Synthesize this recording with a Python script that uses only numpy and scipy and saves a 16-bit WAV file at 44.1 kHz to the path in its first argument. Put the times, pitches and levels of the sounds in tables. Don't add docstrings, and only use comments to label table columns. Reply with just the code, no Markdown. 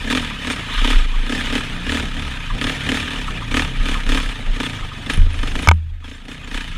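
import sys
import numpy as np
from scipy import signal
from scipy.fft import rfft, irfft, next_fast_len
from scipy.io import wavfile
from scipy.ndimage import uniform_filter1d, map_coordinates

SR = 44100
rng = np.random.default_rng(int(sys.argv[2]) if len(sys.argv) > 2 else 0)


def pcm_store(signal):
    levels = np.round(np.clip(np.atleast_2d(signal), -1, 1) * 32767)
    wavfile.write(sys.argv[1], SR, levels.astype(np.int16).T)


def elevation(decibels):
    levels = np.asarray(decibels, float)
    return 10 ** (levels / 20)


N = 298557


def unit(x):
    return x / np.sqrt(np.mean(x ** 2) + 1e-20)


def curves(rows, at=None):
    times, *columns = np.transpose(rows)
    at = np.arange(N) / SR if at is None else at
    return [np.interp(at, times, column) for column in columns]


def wobble(rate):
    knots = rng.standard_normal(int(N * rate / SR) + 4)
    return map_coordinates(knots, [np.arange(N) * rate / SR])


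def filtered(x, response):
    size = next_fast_len(N + SR // 2)
    spectrum = rfft(x, size) * response(np.fft.rfftfreq(size, 1 / SR))
    return irfft(spectrum, size)[:N]


def impulse_norm(response):
    return np.linalg.norm(filtered(np.arange(N) == 0, response))


def modes(table):
    def response(f):
        total = 0
        for k, (hz, width, db) in enumerate(table):
            damping = 1j * f * width
            total = total + (-1) ** k * elevation(db) * damping / (hz * hz - f * f + damping)
        return total
    return response


def slopes(points):
    hz, db = np.transpose(points)
    return lambda f: elevation(np.interp(np.log(f + 1), np.log(hz), db, left=-120))


def patchy(depth_db):
    z = signal.stft(rng.standard_normal(N + 512), nperseg=512)[2]
    field = uniform_filter1d(rng.standard_normal(z.shape), size=2, axis=0)
    field = uniform_filter1d(field, size=4, axis=1)
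    return signal.istft(z * elevation(depth_db * unit(field)), nperseg=512)[1][:N]


def add_ring(out, s, db, hz, t60, rise):
    part = out[round(s * SR):][:round(1.5 * t60 * SR)]
    t = np.arange(len(part)) / SR
    envelope = elevation(db - 60 * t / t60) * (1 - np.exp(-t / rise))
    part += envelope * np.sin(2 * np.pi * hz * t)


def swells(t, s, hold, db, fall, rise):
    u = t - s[:, None]
    growth = rise * np.minimum(u, 0)
    decay = fall[:, None] * np.maximum(u - hold[:, None], 0)
    return elevation(2 * (db[:, None] + growth - decay))


DUCK_S = [
    5.667,
    5.725,
    5.85,
    6.034,
    6.037,
    6.3,
    6.55,
]
DUCK_DB = [-0.5, -13.5, -14.5, -13.5, -11, -8, -5.5]


def duck():
    return np.interp(np.arange(N) / SR, DUCK_S, DUCK_DB)


# (first loaded firing [s], hold [s], rattle [dB], fading [dB/s], pipe thump over rattle [dB])
BLIPS = [(.01, 0.059, -37, 80, -11), (0.1, 0.068, -20.5, 138, 1), (.47, 0.04, -22.5, 138, -3),
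         (.845, 0.07, -21, 121, -1), (1.294, 0.042, -23.5, 61, 0), (1.525, 0.036, -23.5, 136, 2),
         (1.893, 0.055, -22.5, 80, 0), (2.166, 0.054, -31, 46, -2.5), (2.612, 0.087, -23.5, 126, 0.5),
         (2.889, 0.055, -21, 80, 0.5), (3.078, 0.069, -30, 30, -1.5), (3.541, 0.057, -19.5, 169, -1),
         (3.855, 0.062, -25, 90, -2.5), (4.09, 0.079, -21.5, 78, -2), (4.562, 0.01996, -38, 56, 3),
         (4.6, 0.025, -24.5, 74, 0), (5.097, 0.011, -21, 165, -3), (5.341, 0.038, -32, 54, -21),
         (5.43, 0.034, -26, 90, -2.5), (5.553, 0.075, -26, 99, -2.5), (6.042, 0.086, -29, 138, -1.5),
         (6.282, 0.028, -26, 113, -0.5), (6.474, 0.064, -30, 60, -1), (6.543, 0.025, -21.5, 103, -5)]
FIRINGS = [3, 14, 11, 14, 8, 12, 10, 14, 10, 7, 15, 11, 8, 15, 1, 13, 6, 2, 3, 12, 7, 6, 2, 7]
LAST_S = 6.78


def crank():
    climb_per_s, sag_s, sag_to = 1.3, 0.2, 0.62
    lead, lead_s = 0.5, 0.03
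    s, hold = np.transpose(BLIPS)[:2]
    t = np.arange(N + SR // 10) / SR
    blip = np.maximum(np.searchsorted(s, t) - 1, 0)
    since_shut = t - (s + hold)[blip]
    next_blip = np.r_[s[1:], LAST_S][blip]
    pickup = 1 + lead * np.exp(-np.abs(next_blip - t) / lead_s)
    climb = np.exp(climb_per_s * np.minimum(since_shut, 0))
    sag = sag_to + (1 - sag_to) * np.exp(-np.maximum(since_shut, 0) / sag_s)
    free = np.cumsum(pickup * np.where(since_shut < 0, climb, sag))
    marks = np.interp(np.r_[0, s, LAST_S], t, free)
    return np.interp(free[:N], marks, np.cumsum(np.r_[.7, .3, FIRINGS]))


# (time [s], level [dB])
COAST = [(0, -31), (.3, -28.5), (.58, -31), (.74, -24.5), (.97, -25.5), (1.06, -31.5), (1.26, -30.5),
         (1.45, -27), (1.83, -30.5), (2.3, -30.5), (2.54, -31.5), (3.05, -27.5), (3.47, -33), (3.75, -30),
         (4.45, -32.5), (5.3, -35), (5.9, -39), (6.77, -29)]


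def throttle(t):
    opening_s, opening_db_per_s = 0.012, 264
    overrun_db, overrun_db_per_s = -13, 33
    thump_shut_db = -14
    thump_fades = 2.37
    s, hold, db, fall, pipe_db = np.transpose(BLIPS)
    s = s + opening_s
    hold = np.maximum(hold - opening_s, 0)
    thump_db = db + pipe_db
    shut = elevation(2 * curves(COAST, t)[0])
    load = swells(t, s, hold, db, fall, opening_db_per_s).sum(0)
    pipe = swells(t, s, hold, thump_db, thump_fades * fall, opening_db_per_s).sum(0)
    overrun_fall = overrun_db_per_s + 0 * s
    pipe = pipe + swells(t, s, hold, thump_db + overrun_db, overrun_fall, opening_db_per_s).sum(0)
    pipe = pipe + shut * elevation(2 * thump_shut_db)
    return 10 * np.log10(load + shut), 10 * np.log10(pipe), load / (load + shut)


def hiss():
    return elevation(-75) * rng.standard_normal(N)


# (time [s], frequency [Hz])
SWAY = [(0.0, 29.2), (0.49, 33.15), (1.13, 26.12), (1.71, 24.42), (1.96, 30.95), (2.3, 25.28),
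        (2.73, 35.88), (3.75, 27.9), (4.81, 29.49), (4.98, 24.5), (5.35, 26), (5.69, 22.06), (5.9, 30.72),
        (6.3, 25.52), (6.52, 29.9), (6.77, 27.1)]
# (time [s], level [dB], fading [dB/s])
BUMPS = [(.05, -24.5, 22), (0.782, -19.5, -11), (.96, -8, 70), (1.17, -19.5, 50), (1.48, -23, 62),
         (1.75, -26.5, 93), (1.87, -25.5, 122), (2.079, -24, 55), (2.24, -27, 50), (2.39, -23.5, 250),
         (2.55, -17, 300), (2.66, -25, 133), (2.9, -30, 60), (3.2, -25, 48), (3.36, -25, 200),
         (3.53, -23, 80), (3.64, -21.5, 122), (3.81, -15, 300), (3.92, -18.5, 74), (4.11, -10.5, 140),
         (4.28, -17.5, 180), (4.49, -15, 126), (4.84, -22.5, 204), (5.21, -6.5, 147), (5.409, -20.5, 57),
         (5.56, -14.5, 300), (5.74, -29, 42), (5.92, -25, 83), (6.35, -40, 20), (6.56, -26.5, 86),
         (6.77, -23.5, 63)]


def mount_rocking():
    calm_db, bump_db_per_s = -38, 205
    hz, = curves(SWAY)
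    t, coarse = np.arange(N) / SR, np.arange(0, N, 64) / SR
    s, bump_db, fall = np.transpose(BUMPS)
    power = swells(coarse, s, 0 * s, bump_db, np.maximum(fall, 45), bump_db_per_s).sum(0)
    level_db = np.interp(t, coarse, 10 * np.log10(power + elevation(2 * calm_db))) + 2.0 * wobble(10)
    rock = np.sqrt(2) * np.sin(2 * np.pi * np.cumsum(hz) / SR + 0.5 * wobble(8))
    buffet_shape = slopes([(16, -18), (24, -2.0), (40, -9), (52, -9.5), (70, -120)])
    buffet = unit(filtered(rng.standard_normal(N), buffet_shape))
    return elevation(level_db) * (rock + elevation(-8) * buffet)


# (frequency [Hz], level [dB per Hz])
ROAD = [(35, -39), (55, -2.5), (80, 4.5), (150, -7.5), (220, -2.5), (400, -14), (800, -15), (1500, -120)]
# (multiple of firing rate, level [dB], increase under load [dB])
SHAKE_ORDERS = [(2, -3, 5), (3, -8, 0), (4, 1, -9), (5, -4, -5), (6, -4, -2)]
# (time [s], level [dB])
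TRACK = [(0, -31.5), (.35, -31), (.8, -34), (1.12, -37), (1.4, -31.5), (2.05, -30), (2.45, -34), (2.7, -30),
         (3.2, -30.5), (3.7, -30.5), (4.25, -34), (4.7, -34), (4.95, -33.5), (5.3, -34.5), (5.9, -30.5),
         (6.2, -31), (6.77, -29.5)]


def helmet_shake():
    road = filtered(rng.standard_normal(N), slopes(ROAD))
    road = unit(road * elevation(3.1 * wobble(25)))
    turns = crank()
    coarse = np.arange(0, N, 64) / SR
    loaded = np.interp(np.arange(N) / SR, coarse, throttle(coarse)[2])
    orders = np.zeros(N)
    for k, level_db, more_db in SHAKE_ORDERS:
        strength = elevation(level_db + more_db * loaded + 3.7 * wobble(6.6))
        orders += strength * np.sin(2 * np.pi * k * turns + 0.42 * wobble(9.3))
    shake_db = curves(TRACK)[0] + 5.5 * loaded + 1.65 * duck()
    return elevation(shake_db) * (elevation(-4.5) * road + elevation(-2) * unit(orders))


# (time [s], peak [dB], frequency [Hz])
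TICKS = [(0.308, -23.5, 1180), (0.687, -22, 1260), (1.14, -26.5, 1120), (1.699, -76, 953),
         (2.502, -18.5, 1180), (3.281, -18, 1290), (3.951, -17.5, 1245), (4.182, -22, 1250),
         (3.42, -22.5, 1196), (4.79, -30, 1240), (4.825, -26.5, 1260), (4.916, -25, 1240),
         (6.025, -38, 1241)]
# (time [s], peak [dB], frequency [Hz], t60 [s])
PINGS = [(0.513, -29, 8700, 0.087), (1.575, -42, 8180, 0.14), (5.112, -42, 9770, 0.064),
         (5.136, -24.5, 9960, 0.034), (5.157, -44, 9780, .04), (5.171, -27, 9700, 0.025),
         (5.331, -31, 9570, 0.023), (5.603, -43, 9580, 0.044), (5.621, -30, 9750, 0.05),
         (5.64, -48, 9700, .05), (5.695, -76, 9980, 0.031), (5.713, -15, 7400, 0.013),
         (5.741, -45, 9780, 0.018), (6.149, -43, 7250, 0.048), (6.441, -40, 7090, 0.043)]


def small_parts():
    out = np.zeros(N)
    for s, db, hz in TICKS:
        add_ring(out, s, db - 1.0, hz, .05, rise=0.00029)
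        add_ring(out, s + .003, db - 3, hz * .86, .06, rise=.003)
    for row in PINGS:
        add_ring(out, *row, rise=0.0011)
    return out


# (time [s], level [dB], frequency [Hz], t60 [s])
SHELL = [(5.178, -9.5, 80, .7), (5.178, -13.5, 145, 0.09), (4.1, -20, 95.9, 0.13),
         (5.6788, -1.5, 82.9, 0.24), (5.6906, -12.5, 80.5, 1.0), (6.7, -19, 110, 0.048),
         (5.715, -22, 188, 0.23), (5.85, -32, 122, .3)]
# (time [s], peak [dB], hardness [Hz])
BLOWS = [
    (5.6738, -5, 3000),
    (5.6872, 3, 4800),
    (5.7138, -2, 1500),
]
# (frequency [Hz], t60 [s], level in first, second, third blow [dB])
KNOCK = [(953, 0.022, -2, -4.5, -0.5), (1245, 0.019, 2.5, -4.5, -1.5), (1500, 0.017, -9, -2, -5.5),
         (2240, 0.013, -3, 7, -1), (2590, 0.013, -25, -5, -19), (3000, 0.017, -14, -10, -13),
         (3430, 0.019, -29, -11, -36), (5110, 0.013, -8.5, -9, -33), (6300, 0.02, -15, -31, -24)]


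def helmet():
    out, t = np.zeros(N), np.arange(SR // 20) / SR
    for row in SHELL:
        add_ring(out, *row, rise=0.0011)
    for k, (s, db, hard_hz) in enumerate(BLOWS):
        for hz, t60, *levels in KNOCK:
            add_ring(out, s, db + levels[k], hz, t60, rise=0.00013)
        crack = elevation(db - 4 - 60 * t / 0.012) * rng.standard_normal(len(t))
        lowpass = signal.butter(2, min(hard_hz, 20000), fs=SR, output="sos")
        out[round(s * SR):][:len(t)] += signal.sosfilt(lowpass, crack)
    return out


# (centre [Hz], width [Hz], level [dB])
SLAP = [(2890, 270, -0.5), (3620, 590, -1.5)]


def chain():
    from_db, grows = -25, 3.1
    rasp = elevation(2.5 * wobble(70)) * patchy(3)
    rasp = unit(filtered(rasp, lambda f: modes(SLAP)(f) ** 2))
    return elevation(from_db - 5.5 + grows * (curves(COAST)[0] - from_db)) * rasp


# (centre [Hz], width [Hz], level [dB])
PIPE = [(170, 230, -22), (254, 106, 6.5), (344.4, 96, -8.5), (421.6, 104, -4.5), (559, 127, -10)]


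def exhaust(f):
    total = 0
    for hz, width, db in PIPE:
        trips = sum(.85 ** k * np.exp(-2j * np.pi * f * k / hz) for k in range(3))
        total = total + elevation(db) * modes([(hz, width, 0)])(f) ** 2 * trips
    return total


# (centre [Hz], width [Hz], level [dB])
BARK = [(1700, 320, 0), (2500, 400, -2), (3400, 500, -4)]


def pipe_sound(kicks, hot):
    hot_pitch = 1.039
    cool_thump = filtered(kicks * (1 - hot), exhaust)
    hot_thump = filtered(kicks * hot, lambda f: exhaust(f / hot_pitch))
    thump = elevation(-1.47) * (cool_thump + hot_thump) / impulse_norm(exhaust)
    edge = lambda f: modes(BARK)(f) ** 2
    bark = elevation(-7) * filtered(kicks * hot, edge) / impulse_norm(edge)
    return thump + bark


def burst(t, fall):
    age = np.abs(t)
    return np.where(t > 0, (1 - np.exp(-age / .0016)) * np.exp(-age / fall), 0)


def crack_gate(since, echo_luck, size_luck):
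    direct = burst(since, .0016)
    ground = .35 * burst(since - .0055 - .001 * echo_luck, .002)
    escaping = .12 * burst(since, .012)
    return unit(direct + ground + escaping) * elevation(1.2 * size_luck)


# (centre [Hz], width [Hz], level [dB])
CASE = [(937, 143, -5), (1241, 93, 0.5), (1718, 306, 0), (2465, 294, 0), (2753, 206, 0), (3012, 267, -0.5),
        (3496, 400, -1.5), (4200, 1500, -15.5)]
# (frequency [Hz], level [dB per Hz])
TREBLE = [(2590, -46), (4400, 2.5), (4880, -5), (5260, -1), (5700, -2.5), (6280, 1.5), (9680, -8.5),
          (11100, -16.5), (14400, -19), (15600, -25), (16000, -56)]
# (centre [Hz], width [Hz], level [dB])
FINS = [(5214, 134, 2), (6100, 210, -16), (8000, 71, -8), (8530, 170, -2), (9870, 730, 0)]


def engine():
    treble_shut_db, treble_open_db = -17, -13.5
    crack_shut, crack_open = .12, .72
    turns = crank()
    cycle = turns.astype(int)
    starts = np.r_[0, np.flatnonzero(np.diff(cycle)) + 1]
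    since = (np.arange(N) - starts[cycle]) / SR
    luck = rng.standard_normal((len(starts), 4))
    held_db, thump_db, loaded = throttle(starts / SR + 0.009)
    level_db = uniform_filter1d(held_db[cycle], size=300)
    treble_db = treble_shut_db + (treble_open_db - treble_shut_db) * loaded
    treble_db = uniform_filter1d(treble_db[cycle], size=700)
    share = np.clip(crack_shut + (crack_open - crack_shut) * loaded, 0, .95)[cycle]

    kicks = np.zeros(N)
    late = np.clip(starts + SR * .0004 * (3 + luck[:, 0]), 0, N - 1).astype(int)
    period = np.diff(starts, append=N + 900)
    kicks[late] = elevation(thump_db + 1.2 * luck[:, 1]) * np.sqrt(period)
    pipe = pipe_sound(kicks, loaded[cycle] ** 3)

    gate = crack_gate(since, luck[cycle, 3], luck[cycle, 2])
    valves = unit(1 + 0.028 * np.cos(4 * np.pi * turns - 1.1))
    lumps = elevation(1.6 * wobble(60))

    def crack_and_rattle(part):
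        crack = np.sqrt(part) * gate * rng.standard_normal(N)
        return crack + np.sqrt(1 - part) * valves * lumps * patchy(3)

    body = unit(filtered(crack_and_rattle(share), modes(CASE)))
    metal = lambda f: slopes(TREBLE)(f) * (1 + np.abs(modes(FINS)(f)))
    fizz = unit(filtered(crack_and_rattle(.6 * share), metal))
    return pipe + elevation(level_db - 1.5) * (body + elevation(treble_db + 1.15) * fizz)


def scene():
    background = hiss() + mount_rocking() + helmet_shake()
    handling = small_parts() + helmet()
    machine = elevation(duck()) * (chain() + engine())
    return (background + handling + machine)[None]


def top_cut(x):
    return signal.sosfilt(signal.butter(12, 15450, fs=SR, output="sos"), x)


def record(dry):
    clip_level, top_hz = 1.0, 15200
    clipped = dry[0] / (1 + np.abs(dry[0] / clip_level) ** 6) ** (1 / 6)
    kept = filtered(clipped, lambda f: 1 / (1 + (f / top_hz) ** 80))
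    return top_cut(kept[None])


dry = scene()
out = record(dry)
pcm_store(out)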